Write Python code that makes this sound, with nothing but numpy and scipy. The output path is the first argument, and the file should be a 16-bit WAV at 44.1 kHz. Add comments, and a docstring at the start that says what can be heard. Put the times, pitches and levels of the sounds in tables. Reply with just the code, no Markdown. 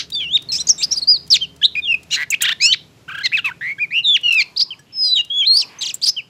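"""A harsh note dies away, then a caged magpie-robin sings close by in a garden: whistles, buzzes and rattles.
The syrinx is two tone sources with overtones, flutter and hiss; sounding together, they modulate each other
into sum and difference tones. Decaying noise makes the ticks of feet and beak on the cage; sparse and diffuse
echoes answer from cage and yard. Narrow noise makes birds far off, a row of engine orders makes a distant
motor over a noise wash, and low wavering lines make a second engine that passes and fades."""
import sys
import numpy as np
from scipy import signal
from scipy.fft import rfft, irfft, next_fast_len
from scipy.io import wavfile
from scipy.ndimage import uniform_filter1d, minimum_filter1d

SR = 44100
rng = np.random.default_rng(int(sys.argv[2]) if len(sys.argv) > 2 else 0)


def transcribe(signal):
    """Save signal, clipped to [-1, 1], as a 16-bit WAV file at the path in sys.argv[1]."""
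    frames = np.atleast_2d(signal).T
    limited = np.clip(frames, -1, 1)
    pcm = np.round(limited * 32767).astype(np.int16)
    wavfile.write(sys.argv[1], SR, pcm)


N = 277389
TIME = np.arange(N) / SR  # seconds


def amp(db):
    """Decibels to amplitude ratio: 20 dB is a factor of ten."""
    return 10 ** (np.asarray(db) / 20)


def unit(x):
    """Normalises the mean power, so that the rms is 1."""
    return x / np.sqrt(np.mean(x ** 2) + 1e-20)


def along(points, hz):
    """Interpolates (Hz, value) points on a logarithmic frequency axis."""
    f, v = np.transpose(points)
    return np.interp(np.log(hz + 1), np.log(f + 1), v)


def curves(rows):
    """Interpolates linearly in time: one value per sample for each column after the time."""
    s, *cols = np.transpose(rows)
    return [np.interp(TIME, s, c) for c in cols]


def filtered(x, response):
    """Linear filtering: the spectrum of x times a response of frequency."""
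    m = next_fast_len(N + SR // 2)
    return irfft(rfft(x, m) * response(np.fft.rfftfreq(m, 1 / SR)), m)[:N]


def coloured(x, points):
    """Spectral shaping: x through a (Hz, dB) response."""
    return filtered(x, lambda hz: amp(along(points, hz)))


def band(centre_hz, width_hz):
    """Band-limited noise of rms 1 under a Gaussian response."""
    return unit(filtered(rng.standard_normal(N), lambda hz: np.exp(-((hz - centre_hz) / width_hz) ** 2)))


def flutter(width_hz):
    """Low-frequency random modulation of rms 1, mostly slower than width_hz."""
    knots = rng.standard_normal(int(3 * width_hz * N / SR) + 2)
    return unit(np.interp(TIME * 3 * width_hz, np.arange(len(knots)), knots))


def gate(t, start, end, edge):
    """Amplitude window: 1 between start and end, with sine-squared edges."""
    return np.sin(np.pi / 2 * np.clip(np.minimum(t - start, end - t) / edge + .5, 0, 1)) ** 2


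def around(start, end):
    """The samples of a time interval, with a small margin."""
    return slice(max(int(start * SR) - SR // 200, 0), int(end * SR) + SR // 200)


def stretches(rows, edge):
    """Gated gain: holds each row's dB from its start to its end."""
    out = np.zeros(N)
    for start, end, db in rows:
        span = around(start, end)
        out[span] += amp(db) * gate(TIME[span], start, end, edge)
    return out


def dying(start, t60):
    """Free decay: a sudden start, then an exponential fall of 60 dB in t60 seconds."""
    out, span = np.zeros(N), around(start, start + 2 * t60)
    out[span] = (TIME[span] >= start) * amp(-60 * np.abs(TIME[span] - start) / t60)
    return out


def traffic():
    """Periodic excitation: a motor's thuds filtered by its exhaust, over the wash of road and leaves."""
    # Each row: time in seconds, level of the motor's throb in dB, level of the wash in dB, both before a trim.
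    traffic_levels = [(0.0, -55.5, -61.5), (0.46, -47, -59.5), (0.93, -59.5, -53), (1.3, -52.5, -61.5),
                      (1.54, -54.5, -60.5), (3.41, -51.5, -62.5), (4.2, -55.5, -62.5), (4.55, -60, -62.5),
                      (4.87, -57, -64.5), (5.5, -59, -61.5), (5.66, -58, -57.5), (6.29, -59, -64)]
    # Speed of the distant motor. Each row: time in seconds, firings per second.
    motor_speed = [(0, 17.6), (.6, 18.1), (1.5, 18.4), (2.7, 18.7), (4, 18.6), (6.29, 18.5)]
    # Response of its exhaust. Each row: frequency in Hz, gain in dB.
    exhaust = [(15, -40), (25, -16.5), (45, -22.5), (70, -6.5), (100, -2), (130, 4), (150, 4), (175, -0.5),
               (215, -10), (270, -9), (410, -11.5), (520, -21), (1100, -120)]
    # Spectrum of the wash. Each row: frequency in Hz, gain in dB.
    garden = [(120, -20), (200, 1), (579, -5), (1500, -11), (2050, -12.5), (2650, -10.5), (3370, -13),
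              (7680, -18.5), (8580, -26.5), (9750, -23.5), (12800, -25), (14900, -34), (16000, -54.5)]
    motor_db, road_db = curves(traffic_levels)
    turns = np.cumsum(curves(motor_speed)[0]) / SR
    # every firing is one soft thud: a row of engine orders, the higher arriving later
    cycle = np.arange(1024) / 1024
    thud = sum(np.cos(2 * np.pi * k * cycle - .25 * k * k) for k in range(3, 26))
    thuds = np.interp(turns % 1, cycle, thud)
    throb = unit(coloured(thuds, exhaust))
    rumble = amp(2) * unit(coloured(rng.standard_normal(N), exhaust))
    wash = unit(coloured(rng.standard_normal(N), garden)) * amp(flutter(width_hz=4))
    return amp(motor_db - 2.4) * (throb + rumble) + amp(road_db + 7.5) * wash


def passing_engine():
    """Common frequency modulation: low lines waver together as the engine's speed wanders."""
    # Each row: time in seconds, gain of all lines in dB.
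    passing = [(0, -0.5), (.5, -1.5), (1.4, 0), (2, -2.5), (2.7, -16.5), (4, -18.5), (6.29, -21.5)]
    # The lines. Each row: mean frequency in Hz, rms level in dB before that gain.
    drone = [(75.4, -55), (165, -53.5), (183, -65), (273, -59.5), (414.5, -60.5), (600, -70.5), (680, -67)]
    clock = np.cumsum(1 + 0.0073 * flutter(width_hz=2.2)) / SR
    lines = sum(amp(db) * np.sin(2 * np.pi * (hz * clock + rng.random())) for hz, db in drone)
    return np.sqrt(2) * amp(curves(passing)[0]) * lines


def far_birds():
    """Temporal smearing: distant calls, blurred by echo, arrive as soft swells of narrow noise."""
    # Each row: start in seconds, end in seconds, centre in Hz, half-width in Hz, level in dB.
    far_calls = [(4.266, 4.421, 1343, 249.6, -53.5), (4.359, 4.801, 1037, 179.9, -59),
                 (4.869, 5.037, 2873, 649.4, -57), (5.519, 5.873, 1001, 297, -53),
                 (5.68, 5.86, 2400, 1100, -48)]
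    return sum(amp(db) * gate(TIME, start, end, edge=0.088) * band(centre_hz, width_hz)
               for start, end, centre_hz, width_hz, db in far_calls)


def yard(x, near_db, tail_db):
    """Reverberation: sparse weak copies from cage and ground, and a diffuse tail from walls and hedge."""
    # Decay of the tail. Each row: frequency in Hz, 60 dB decay time in seconds.
    yard_decay = [(500, 0.22), (3000, 0.28), (5000, 0.31), (8000, 0.1), (15000, 0.031)]
    hz, t, z = signal.stft(rng.standard_normal(SR), SR, nperseg=256)
    tail = signal.istft(z * amp(-60 * t / along(yard_decay, hz)[:, None]), SR, nperseg=256)[1]
    age = np.arange(len(tail)) / SR
    sparse = (rng.random(len(tail)) < .02) * (age > .001)
    near = rng.standard_normal(len(tail)) * sparse * amp(-60 * age / 0.051)
    # each part is scaled to unit energy before its level
    answer = amp(near_db) * near / np.linalg.norm(near) + amp(tail_db) * tail / np.linalg.norm(tail)
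    return signal.fftconvolve(x, answer)[:N]


def cage(ring_at=4.793):
    """Impact and resonance: beak and feet make small dry ticks; one sets a wire ringing."""
    # Each row: time in seconds, level in dB of the two decays whose difference shapes the tick.
    ticks = [(0.101, -15.5), (0.4216, -21), (1.265, -30.5), (1.276, -24), (1.5617, -28.5), (2.031, -23.5),
             (3.185, -22.5), (3.457, -16.5), (4.211, -29), (4.3245, -9), (4.341, -11), (4.793, -32),
             (5.247, -23.5)]
    # Spectrum of the ticks. Each row: frequency in Hz, gain in dB.
    tick_colour = [(1000, -23.5), (3000, 0), (7500, 0.5), (10000, -3.5), (15000, -10.5)]
    # Modes of the cage wire. Each row: frequency in Hz, level in dB, 60 dB decay time in seconds.
    wire = [(1700, -42, 0.091), (5700, -44.5, .07), (8000, -48.5, .07)]
    blows = sum(amp(db) * (dying(s, t60=0.018) - dying(s, t60=0.013)) for s, db in ticks)
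    ring = sum(amp(db) * dying(ring_at, t60) * np.sin(2 * np.pi * hz * TIME) for hz, db, t60 in wire)
    return blows * unit(coloured(rng.standard_normal(N), tick_colour)) + ring


def spits():
    """Transient turbulence: bright noise bursts as the syrinx snaps open, and one duller harsh note."""
    # Sharp starts of notes. Each row: start in seconds, end in seconds, level in dB.
    spit_times = [(2.3035, 2.308, -22.5), (2.308, 2.319, -30.5), (2.42, 2.427, -14.5), (2.427, 2.435, -23),
                  (5.941, 5.947, -29), (5.947, 5.957, -32.5)]
    # Spectrum of the bursts. Each row: frequency in Hz, gain in dB.
    spit_colour = [(1000, -24), (4000, -15), (6000, -9), (7300, 2.5), (9000, -1), (12000, -10), (14500, -1),
                   (16000, -13)]
    # Spectrum of the harsh note that opens the song. Each row: frequency in Hz, gain in dB.
    harsh_colour = [(600, -41), (1200, -9.5), (3000, 3), (4500, 7), (6200, 0), (7500, -20), (10000, -26),
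                    (15000, -42)]
    bright = stretches(spit_times, edge=0.0018) * unit(coloured(rng.standard_normal(N), spit_colour))
    harsh = amp(-19.5) * dying(0, t60=0.12) * unit(coloured(rng.standard_normal(N), harsh_colour))
    return bright + harsh


def chirp(t, length, first_hz, middle_hz, last_hz, fall, db, crest, swell_db):
    """Frequency glide under one swell of breath: pitch, level, and octaves sunk below the crest."""
    scoop_octaves, scoop_s = .03, .005  # a slide up into the arch, and its time constant
    fall_s, fade_db = .007, 17.5  # time constant of the closing fall; fade after the crest
    swell_curve, fade_curve = 1.8, 1.9  # 1 = a pointed crest, 2 = a rounded one
    u, crest = np.clip(t / length, 0, 1), np.clip(crest, .05, .95)
    arch = np.polyfit([0, .5, 1], [first_hz, middle_hz, last_hz], 2)

    def pitch(u):
        scoop = scoop_octaves * np.exp(-u * length / scoop_s)
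        closing = fall * np.exp((u - 1) * length / fall_s)
        return np.polyval(arch, u) * 2 ** (-scoop - closing)

    swell = swell_db * np.abs(1 - u / crest) ** swell_curve
    fade = fade_db * np.abs((u - crest) / (1 - crest)) ** fade_curve
    loss = np.where(u < crest, swell, fade)
    return pitch(u), db - loss, np.maximum(0, np.log2(pitch(crest) / pitch(u)))


def add(side, start, end, hz, db, *timbre):
    """Single-oscillator rule: where notes of one side meet, the louder one holds the membrane."""
    span = around(start, end)
    gain = amp(db) * gate(TIME[span], start, end, edge=.0023)
    now = np.array(np.broadcast_arrays(hz, gain, *timbre))
    side[:, span] = np.where(now[1] > side[1, span], now, side[:, span])


def add_rattles(side):
    """Joint frequency and amplitude modulation: pitch and level pump together in beats."""
    # Each row: start in seconds, length in seconds, time of the first crest in seconds, beats per second,
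    # first mean pitch in Hz, last mean pitch in Hz, swing at mid-length in Hz, crest level in dB,
    # crest overtone in dB re the tone, mean harshness in dB.
    rattles = [(2.407, .124, 2.42, 28.3, 1667, 1612, 233.6, -18, 1, -10),
               (3.08, .147, 3.091, 31.8, 1338, 1568, 173.3, -20, -12, -16)]
    dip_db, press_db = 10, 9  # between beats the tone dips and the overtone gains on it
    lean, scatter_db = .2, 2.5  # each beat falls faster than it rises; the level strays at random
    narrowing, growth_db = .4, -0.5  # over its length the swing narrows and the level drops a little
    rise_s, rise_db = 0.0077, 6  # a rattle swells in over this time, from this far down
    bite = 0.29  # how much of the harshness gathers on the crests of the beats
    uneven_db = scatter_db * flutter(width_hz=19)
    for start, length, crest, rate, first_hz, last_hz, swing_hz, db, overtone_db, harsh_db in rattles:
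        span = around(start, start + length)
        t = TIME[span]
        turn = 2 * np.pi * rate * (t - crest)
        beat = np.cos(turn + lean * (1 - np.cos(turn)))
        u, slack = (t - start) / length, (1 - beat) / 2
        swing = swing_hz * (1 - narrowing * (u - .5)) * beat
        hz = first_hz + (last_hz - first_hz) * u + swing
        rise = rise_db * np.clip(1 - (t - start) / rise_s, 0, 1)
        level_db = db + growth_db * (u - .5) + uneven_db[span] - dip_db * slack - rise
        add(side, start, start + length, hz, level_db,
            overtone_db + press_db * slack, amp(harsh_db) * (1 + bite * beat))


def main_side():
    """Source control: pitch, amplitude, overtone dB and harshness through chirps, rattles and whistles."""
    # Short notes. Each row: start in seconds, length in seconds, first, middle and last pitch of the arch in Hz,
    # closing fall in octaves, crest level in dB, crest as a share of the length, swell up to it in dB,
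    # overtone at the crest in dB re the tone, harshness in dB.
    chirps = [(0.519, 0.069, 2799, 2540.0, 3410.0, 0.023, -36.5, 0.51, 3, 15.5, -8.5),
              (0.5828, 0.042, 3258, 4100.0, 4190.0, 0.22, -19, 0.74, 9, -15.5, -18.5),
              (0.6704, 0.031, 4545, 4950.0, 4420.0, 0.0, -17.5, 0.74, 12, -31, -12.5),
              (0.78, 0.048, 3885, 3700.0, 3820.0, 0.0, -28.5, 0.98, 3.5, -3, -13),
              (0.82, 0.037, 3740.0, 4950.0, 4610.0, 0.03, -8, 0.54, 18, -24, -9),
              (0.9085, 0.044, 5110, 5670.0, 5200.0, 0.2, -10.5, 0.3, 15.5, -32, -14),
              (0.959, 0.04, 4072, 4930.0, 4100.0, 0.06, -12.5, 0.51, 15.5, -19, -17.5),
              (1.016, 0.028, 4010, 4420.0, 3900.0, 0.06, -12, 0.47, 17, -25.5, -36),
              (1.073, 0.1, 4592, 4870.0, 3800.0, 0.0014, -3.5, 0.19, 15, -47, -52.5),
              (1.303, 0.068, 5750.0, 4180.0, 2220.0, 0.12, -3.5, 0.38, 9.5, -29.5, -14.5),
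              (1.408, 0.048, 3110, 3130.0, 2650.0, 0.0051, -14.5, 0.38, 18.0, -30.5, -36),
              (1.615, 0.016, 1702, 1690.0, 1910.0, 0.0012, -22.5, 0.7, 8.0, -1, -25),
              (1.629, 0.036, 2999, 3640.0, 4400.0, 0.24, -3.5, 0.8, 9.5, -39.5, -31),
              (1.752, 0.0082, 2918, 2450.0, 2020.0, 0.0, -15, 0.37, 15, -27, -19.5),
              (1.7612, 0.043, 2369, 2490.0, 2510.0, 0.12, -15.5, 0.75, 5.5, -23.5, -25.5),
              (1.941, 0.014, 2840.0, 2500.0, 2580.0, 0.0, -8, 0.17, 4.5, -28.0, -35),
              (2.1036, 0.06, 2576, 2900.0, 2560.0, 0.27, -15.5, 0.62, 22, -8.5, -8),
              (2.1614, 0.085, 1636, 1820.0, 1830.0, 0.1, -18.0, 0.8, 7, -17, -10),
              (2.306, 0.035, 2921, 2570.0, 1970.0, 0.03, -13.0, 0.85, 19.5, -18.5, -18),
              (2.339, 0.0125, 2347, 2700.0, 3380.0, 0.0, -7.5, 0.24, 17.5, -25.5, -13.5),
              (3.233, 0.042, 2019, 2090.0, 1790.0, 0.03, -14.5, 0.64, 17.5, 2.5, -21),
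              (3.318, 0.056, 1536, 2577, 2021, 0, -10, 0.6, 18, -34.5, -21),
              (3.368, 0.034, 2206, 1610, 1289, 0, -19, 0.52, 6, 1.5, -15),
              (3.444, 0.063, 2690.0, 2390.0, 1430.0, 0.052, -14.4, 0.13, 7.5, -38.5, -12.0),
              (3.511, 0.014, 1326, 1550.0, 1580.0, 0.064, -22, 0.53, 4, -21.5, -25.0),
              (3.6105, 0.1275, 1743, 2060.0, 2270.0, 0.0084, -19, 0.82, 3.0, -31.5, -21.5),
              (3.7818, 0.012, 1722, 1620.0, 1850.0, 0.0, -23.1, 0.75, 12.5, -16.5, -28),
              (3.7939, 0.063, 2251, 2460.0, 2090.0, 0.0, -13.5, 0.59, 14.5, -32.5, -42.5),
              (3.9078, 0.11, 1894, 2740.0, 2700.0, 0.03, -11.5, 0.69, 18, -33.5, -32.5),
              (4.562, 0.026, 3733, 4700.0, 5450.0, 0.13, -11.5, 0.66, 17.5, -38.5, -17.5),
              (4.5879, 0.034, 3963, 4800.0, 5500.0, 0.0042, -8.5, 0.42, 21, -49, -15.5),
              (4.706, 0.037, 3168, 2960.0, 2280.0, 0.048, -24.5, 0.34, -1, -43, -41),
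              (5.809, 0.07, 4310, 3050.0, 3040.0, 0.0, -21, 0.17, 3.5, -14.5, -7),
              (5.854, 0.034, 5360, 3380.0, 2660.0, 0.017, -18, 0.23, 7.5, -21.5, -10),
              (5.886, 0.034, 4882, 3010.0, 2490.0, 0.0035, -21, 0.18, -1, -19.5, -10.5),
              (6.015, 0.04, 3396, 4770.0, 5550.0, 0.38, -9, 0.73, 27.5, -23, -11),
              (6.056, 0.042, 4220, 5100.0, 6440.0, 0.037, -10.5, 0.34, 11.5, -10.5, -9),
              (6.165, 0.044, 3185, 2900.0, 2180.0, 0.0, -17.5, 0.39, 11, -35, -35)]
    # Long drawn whistles, one list each. Each row: time in seconds, pitch in Hz, level in dB,
    # overtone in dB re the tone.
    whistles = [
        [(.15, 3580, -19.5, -34), (.185, 3515, -19, -33), (.215, 3123, -20.5, -41), (.275, 2700, -25, -25),
         (.305, 3073, -26.5, -33), (.335, 3557, -15.5, -28.5), (.358, 3804, -5, -38), (.368, 3531, -9.5, -44),
         (.378, 2099, -29, 9)],
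        [(1.821, 3640, -33, -44), (1.845, 3580, -21, -40.5), (1.858, 3206, -20, -40), (1.868, 3386, -22.5, -39),
         (1.88, 2820, -17, -31), (1.905, 2790, -12, -31.5), (1.93, 2562, -11.5, -22.5), (1.936, 2567, -27, -21)],
        [(2.601, 1933, -27.5, -5), (2.612, 2316, -20, 2), (2.63, 2502, -15.5, 4.5), (2.66, 2670, -12.5, 6.5),
         (2.7, 3020, -15.5, -29), (2.724, 3097, -9, -17.5), (2.73, 4090, -3, -47), (2.738, 1878, -22.5, 15),
         (2.743, 2429, -16, -3.5), (2.749, 1273, -27.5, 9)],
        [(4.033, 4022, -33, -33.5), (4.05, 3770, -12, -57.5), (4.08, 3570, -10.5, -25.5),
         (4.115, 3461, -8, -47), (4.145, 3383, -8.5, -29.5), (4.164, 2746, -8.5, -24.5),
         (4.17, 2007, -20, -0.5), (4.178, 1528, -32.5, 9)],
        [(4.234, 2950, -19, -24.5), (4.265, 2858, -9.5, -38.5), (4.274, 2946, -16.5, -24),
         (4.285, 2789, -9, -30), (4.296, 2780, -12, -24), (4.302, 2859, -31, -11)],
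        [(4.307, 2838, -8.5, -25), (4.321, 2655, -12, -25), (4.326, 3007, -21, -10), (4.334, 2639, -8, -29),
         (4.346, 2648, -20, -12), (4.353, 2657, -11.5, -32.5), (4.4, 2372, -10.5, -4.5), (4.418, 2048, -17, 5),
         (4.425, 2800, -13.5, -16), (4.43, 1984, -36.5, 21)],
        [(5.028, 4361, -31, -31), (5.045, 4232, -20.5, -21), (5.095, 3980, -18.5, -30), (5.138, 3979, -7, -63),
         (5.148, 3833, -19.5, -34), (5.162, 3785, -12, -38.5), (5.218, 3804, -25.5, -34)],
        [(5.299, 3182, -36, -26), (5.304, 3237, -19.5, -46), (5.345, 3384, -17.5, -40.5),
         (5.385, 3385, -10.5, -29.5), (5.408, 3330, -11, -29), (5.42, 3167, -13.5, -40),
         (5.445, 3080, -15.5, -36), (5.458, 3620, -20.5, -39.5), (5.475, 4187, -6.5, -42),
         (5.492, 4177, -10.5, -58.5), (5.512, 4235, -4, -35), (5.545, 4350, -8, -14.5), (5.572, 4710, -11, -11),
         (5.6, 4610, -14, -22), (5.615, 3874, -20, -19), (5.627, 2780, -25.5, -3.5), (5.642, 2418, -30.5, -2.5)],
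    ]
    # the throat stays tuned to the crest: as the pitch sinks, the overtone slides into it
    overtone_db_per_octave = 33
    side = np.zeros((4, N))
    for start, length, *shape, overtone_db, harsh_db in chirps:
        hz, db, sunk = chirp(TIME[around(start, start + length)] - start, length, *shape)
        add(side, start, start + length, hz, db,
            overtone_db + overtone_db_per_octave * sunk, amp(harsh_db))
    add_rattles(side)
    for whistle in whistles:
        s, *cols = np.transpose(whistle)
        t = TIME[around(s[0], s[-1])]
        add(side, s[0], s[-1], *[np.interp(t, s, c) for c in cols], 0)
    return side


def second_side():
    """Independent second source: pitch and amplitude of the plain arches that the other side sings."""
    # Each row: start in seconds, length in seconds, first, middle and last pitch of the arch in Hz,
    # crest level in dB, crest as a share of the length, swell up to it in dB.
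    second_chirps = [(0.121, 0.014, 3940.0, 3820, 3810, -22.0, 0.6, 1.0),
                     (0.125, 0.039, 4790.0, 4676, 4395, -17.0, 0.55, 14),
                     (0.203, 0.058, 2650.0, 2280, 2269, -30, 0.17, 4.5),
                     (0.4883, 0.037, 4400.0, 4180, 3855, -19, 0.27, 1),
                     (0.519, 0.068, 5360.0, 5100, 5540.0, -16.5, 0.49, 0),
                     (0.602, 0.022, 5610.0, 5790.0, 5725, -18.6, 0.27, 2.0),
                     (0.67, 0.0086, 6160.0, 6690, 7217, -17.5, 0.37, 5),
                     (0.6877, 0.036, 6830.0, 5730, 5027, -3.5, 0.4, 16),
                     (0.802, 0.036, 2320.0, 2700.0, 3809, -25, 0.7, 16),
                     (0.915, 0.029, 4050.0, 4024, 3821, -26, 0.44, 6),
                     (2.109, 0.069, 3820.0, 4100, 3817, -15.6, 0.59, 12),
                     (2.303, 0.013, 5980.0, 7490.0, 7438, -16, 0.08, 10),
                     (2.42, 0.0091, 2750.0, 2273, 2250, -16, 0.36, 2.0),
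                     (2.421, 0.008, 7300.0, 6550, 7670, -15, 0.46, 5.5),
                     (2.456, 0.011, 2770.0, 2138, 1842, -13.5, 0.087, -6),
                     (2.491, 0.0097, 3470.0, 1897, 1562, -12.1, 0.09, 0.0),
                     (2.619, 0.1, 3950.0, 4366, 4388, -18, 0.79, 2),
                     (3.258, 0.011, 3520.0, 2656, 2834, -16, 0.13, 5.5),
                     (3.443, 0.0605, 1280.0, 1128, 956.5, -26, 0.99, 4.5),
                     (4.605, 0.033, 3020.0, 4650.0, 5360, -6.5, 0.54, 23),
                     (4.9246, 0.203, 5300.0, 5034, 4740, -10.5, 0.54, 30.5),
                     (5.158, 0.056, 3600.0, 2980, 2834, -12, 0.94, 4.0),
                     (5.413, 0.048, 3100.0, 2250.0, 2917, -28, 0.7, 0),
                     (5.567, 0.014, 4680.0, 4950, 4450, -8, 0.5, 6),
                     (5.585, 0.016, 5650.0, 5300.0, 4785, -13.5, 0.5, 9),
                     (5.6, 0.024, 5680.0, 4965, 3882, -12.5, 0.42, 4),
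                     (5.787, 0.027, 6260.0, 6290.0, 6305, -33, 0.4, 0.5),
                     (5.818, 0.029, 5140.0, 3900.0, 2913, -18, 0.19, 2.5),
                     (5.942, 0.0057, 7130.0, 7770, 6440, -18, 0.091, 13),
                     (6.0665, 0.042, 3220.0, 4820, 5350, -7, 0.62, 20)]
    side = np.zeros((2, N))
    for start, length, first_hz, middle_hz, last_hz, *breath in second_chirps:
        t = TIME[around(start, start + length)] - start
        hz, db, _ = chirp(t, length, first_hz, middle_hz, last_hz, 0, *breath)
        add(side, start, start + length, hz, db)
    return side


def vibrato_of_main_side():
    """Frequency modulation: fast sinusoidal vibrato, in Hz, heard as buzzing."""
    # Each row: start in seconds, end in seconds, rate in Hz, depth in Hz.
    buzzes = [(.205, .252, 110, 90), (1.642, 1.666, 190, 220), (2.165, 2.248, 150, 300),
              (3.318, 3.342, 170, 300), (3.608, 3.71, 158, 120), (3.906, 4.005, 152, 115),
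              (4.033, 4.11, 160, 95), (4.11, 4.165, 160, 35), (5.465, 5.487, 200, 100),
              (5.568, 5.63, 70, 200), (6.022, 6.1, 330, 170)]
    vibrato = np.zeros(N)
    for start, end, rate_hz, depth_hz in buzzes:
        span = around(start, end)
        swing = np.sin(2 * np.pi * rate_hz * (TIME[span] - start))
        vibrato[span] += depth_hz * gate(TIME[span], start, end, edge=0.0054) * swing
    return vibrato


def membrane(hz, rasp, drift):
    """Irregular self-oscillation: phase and strength of a vibrating membrane; rasp shakes both."""
    wander = drift + .06 * rasp  # the harsher a note, the more its pitch stumbles (share of the pitch)
    phase = 2 * np.pi * np.cumsum(hz * (1 + wander * flutter(width_hz=120))) / SR
    return phase + 0.61 * rasp * flutter(width_hz=800), 1 + 0.62 * rasp * flutter(width_hz=750)


def song():
    """Source, intermodulation and filter: two coupled tone sources with overtones, through the beak."""
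    # Stretches where alternate cycles differ, so that lines appear halfway between the harmonics.
    # Each row: start in seconds, end in seconds, level in dB re the tone.
    doublings = [(2.105, 2.725, -27), (3.08, 3.195, -21), (3.442, 3.51, -21), (4.235, 4.38, -22),
                 (4.38, 4.425, -14)]
    # Hoarse stretches. Each row: start in seconds, end in seconds, added harshness in dB.
    hoarse = [(.2, .25, -19.5), (4.39, 4.429, -30.5), (5.56, 5.635, -21)]
    # Spectrum of turbulent air in the throat. Each row: frequency in Hz, gain in dB.
    hiss_colour = [(1000, -30.5), (2500, -4.5), (4500, 4.5), (7500, -10.5), (10000, -2), (12500, -5),
                   (15500, -9.5)]
    # How beak and throat pass the song. Each row: frequency in Hz, gain in dB.
    beak = [(500, -10), (1200, -4.5), (2500, 1.5), (5000, -0.5), (7800, 6), (9000, -9), (11000, -6),
            (13000, -3), (15500, -4.5)]
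    main_hz, main_gain, overtone_db, harshness = main_side()
    second_hz, second_gain = second_side()
    vibrato = vibrato_of_main_side()
    richness = amp(np.minimum(overtone_db, 15)) * (main_gain > 0)
    richness = np.hypot(richness, amp(-33.5) * main_gain ** 2)  # sheer loudness adds overtone
    pressed = np.minimum(richness, 1)
    # flutter of any tone, of hoarse stretches, and of harsh or pressed notes
    roughness = uniform_filter1d(np.hypot(harshness, amp(-23.5) * pressed), size=150)
    rasp = amp(-38) + stretches(hoarse, edge=.004) + roughness
    a, shake_a = membrane(main_hz + vibrato, rasp, drift=0.0056)
    b, shake_b = membrane(second_hz, rasp, drift=.004)
    main_gain = main_gain * shake_a * amp(0.0156 * vibrato)  # the level follows the vibrato, in dB per Hz
    second_gain = second_gain * shake_b

    def partial(k):
        return np.sin(k * a) * (k * main_hz < SR / 2)

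    # a pressed membrane slaps shut: a strong overtone and a row of weak ones
    weak_row = sum(amp(-39.5 - 1.7 * (k - 5.5)) * partial(k) for k in range(4, 8))
    overtones = partial(2) + amp(-22) * partial(3) + weak_row
    # even a pure whistle keeps a faint sheen
    sheen = amp(-51.5) * partial(3) + amp(-53) * partial(4) + amp(-55) * partial(5)
    halfway = amp(-21.5) * np.sin(a / 2) + np.sin(a + a / 2) + amp(-24.5) * np.sin(2 * a + a / 2)
    doubled = stretches(doublings, edge=.01) * halfway
    main = main_gain * (np.sin(a) + richness * overtones + sheen + doubled)
    second = second_gain * (np.sin(b) + amp(-33.5) * np.sin(2 * b) + amp(-51) * np.sin(3 * b))
    # each side modulates the other's air flow; the sum tones grow when pressed
    strength = np.hypot(main_gain, second_gain)
    both = main_gain * second_gain / (strength + 1e-9)
    high_sums = amp(-14.5) * np.sin(2 * a + b) + amp(-26) * (np.sin(a + 2 * b) + np.sin(3 * a + b))
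    sums = (amp(-23.5) + amp(-2.5) * pressed) * (np.sin(a + b) + high_sums)
    differences = amp(-26) * np.sin(a - b) + amp(-24.5) * np.sin(2 * a - b) + amp(-21) * np.sin(2 * b - a)
    # harsh and pressed notes also hiss
    main_share = main_gain / (main_gain + second_gain + 1e-9)
    turbulence = amp(-15.5) * rasp + amp(-39.5) * pressed * main_share + amp(-56.5)
    hiss = turbulence * strength * unit(coloured(rng.standard_normal(N), hiss_colour))
    return coloured(main + second + both * (sums + differences) + hiss, beak)


def scene():
    """Superposition: the bird and its echoes add to the distant birds and engines."""
    bird = song() + spits() + cage()
    echoes = yard(bird, near_db=-16, tail_db=-23)
    return bird + echoes + far_birds() + traffic() + passing_engine()


def record(dry):
    """Peak limiting and low-pass filtering: loud notes stay under full scale and the top is cut off."""
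    top_hz = 15900
    needed = np.minimum(1, .93 / (np.abs(dry) + 1e-9))
    # the lowest gain needed nearby, smoothed over 5 ms
    gain = uniform_filter1d(minimum_filter1d(needed, size=221), size=221)
    return filtered(dry * gain, lambda hz: 1 / (1 + (hz / top_hz) ** 160))


dry = scene()
out = record(dry)
transcribe(out)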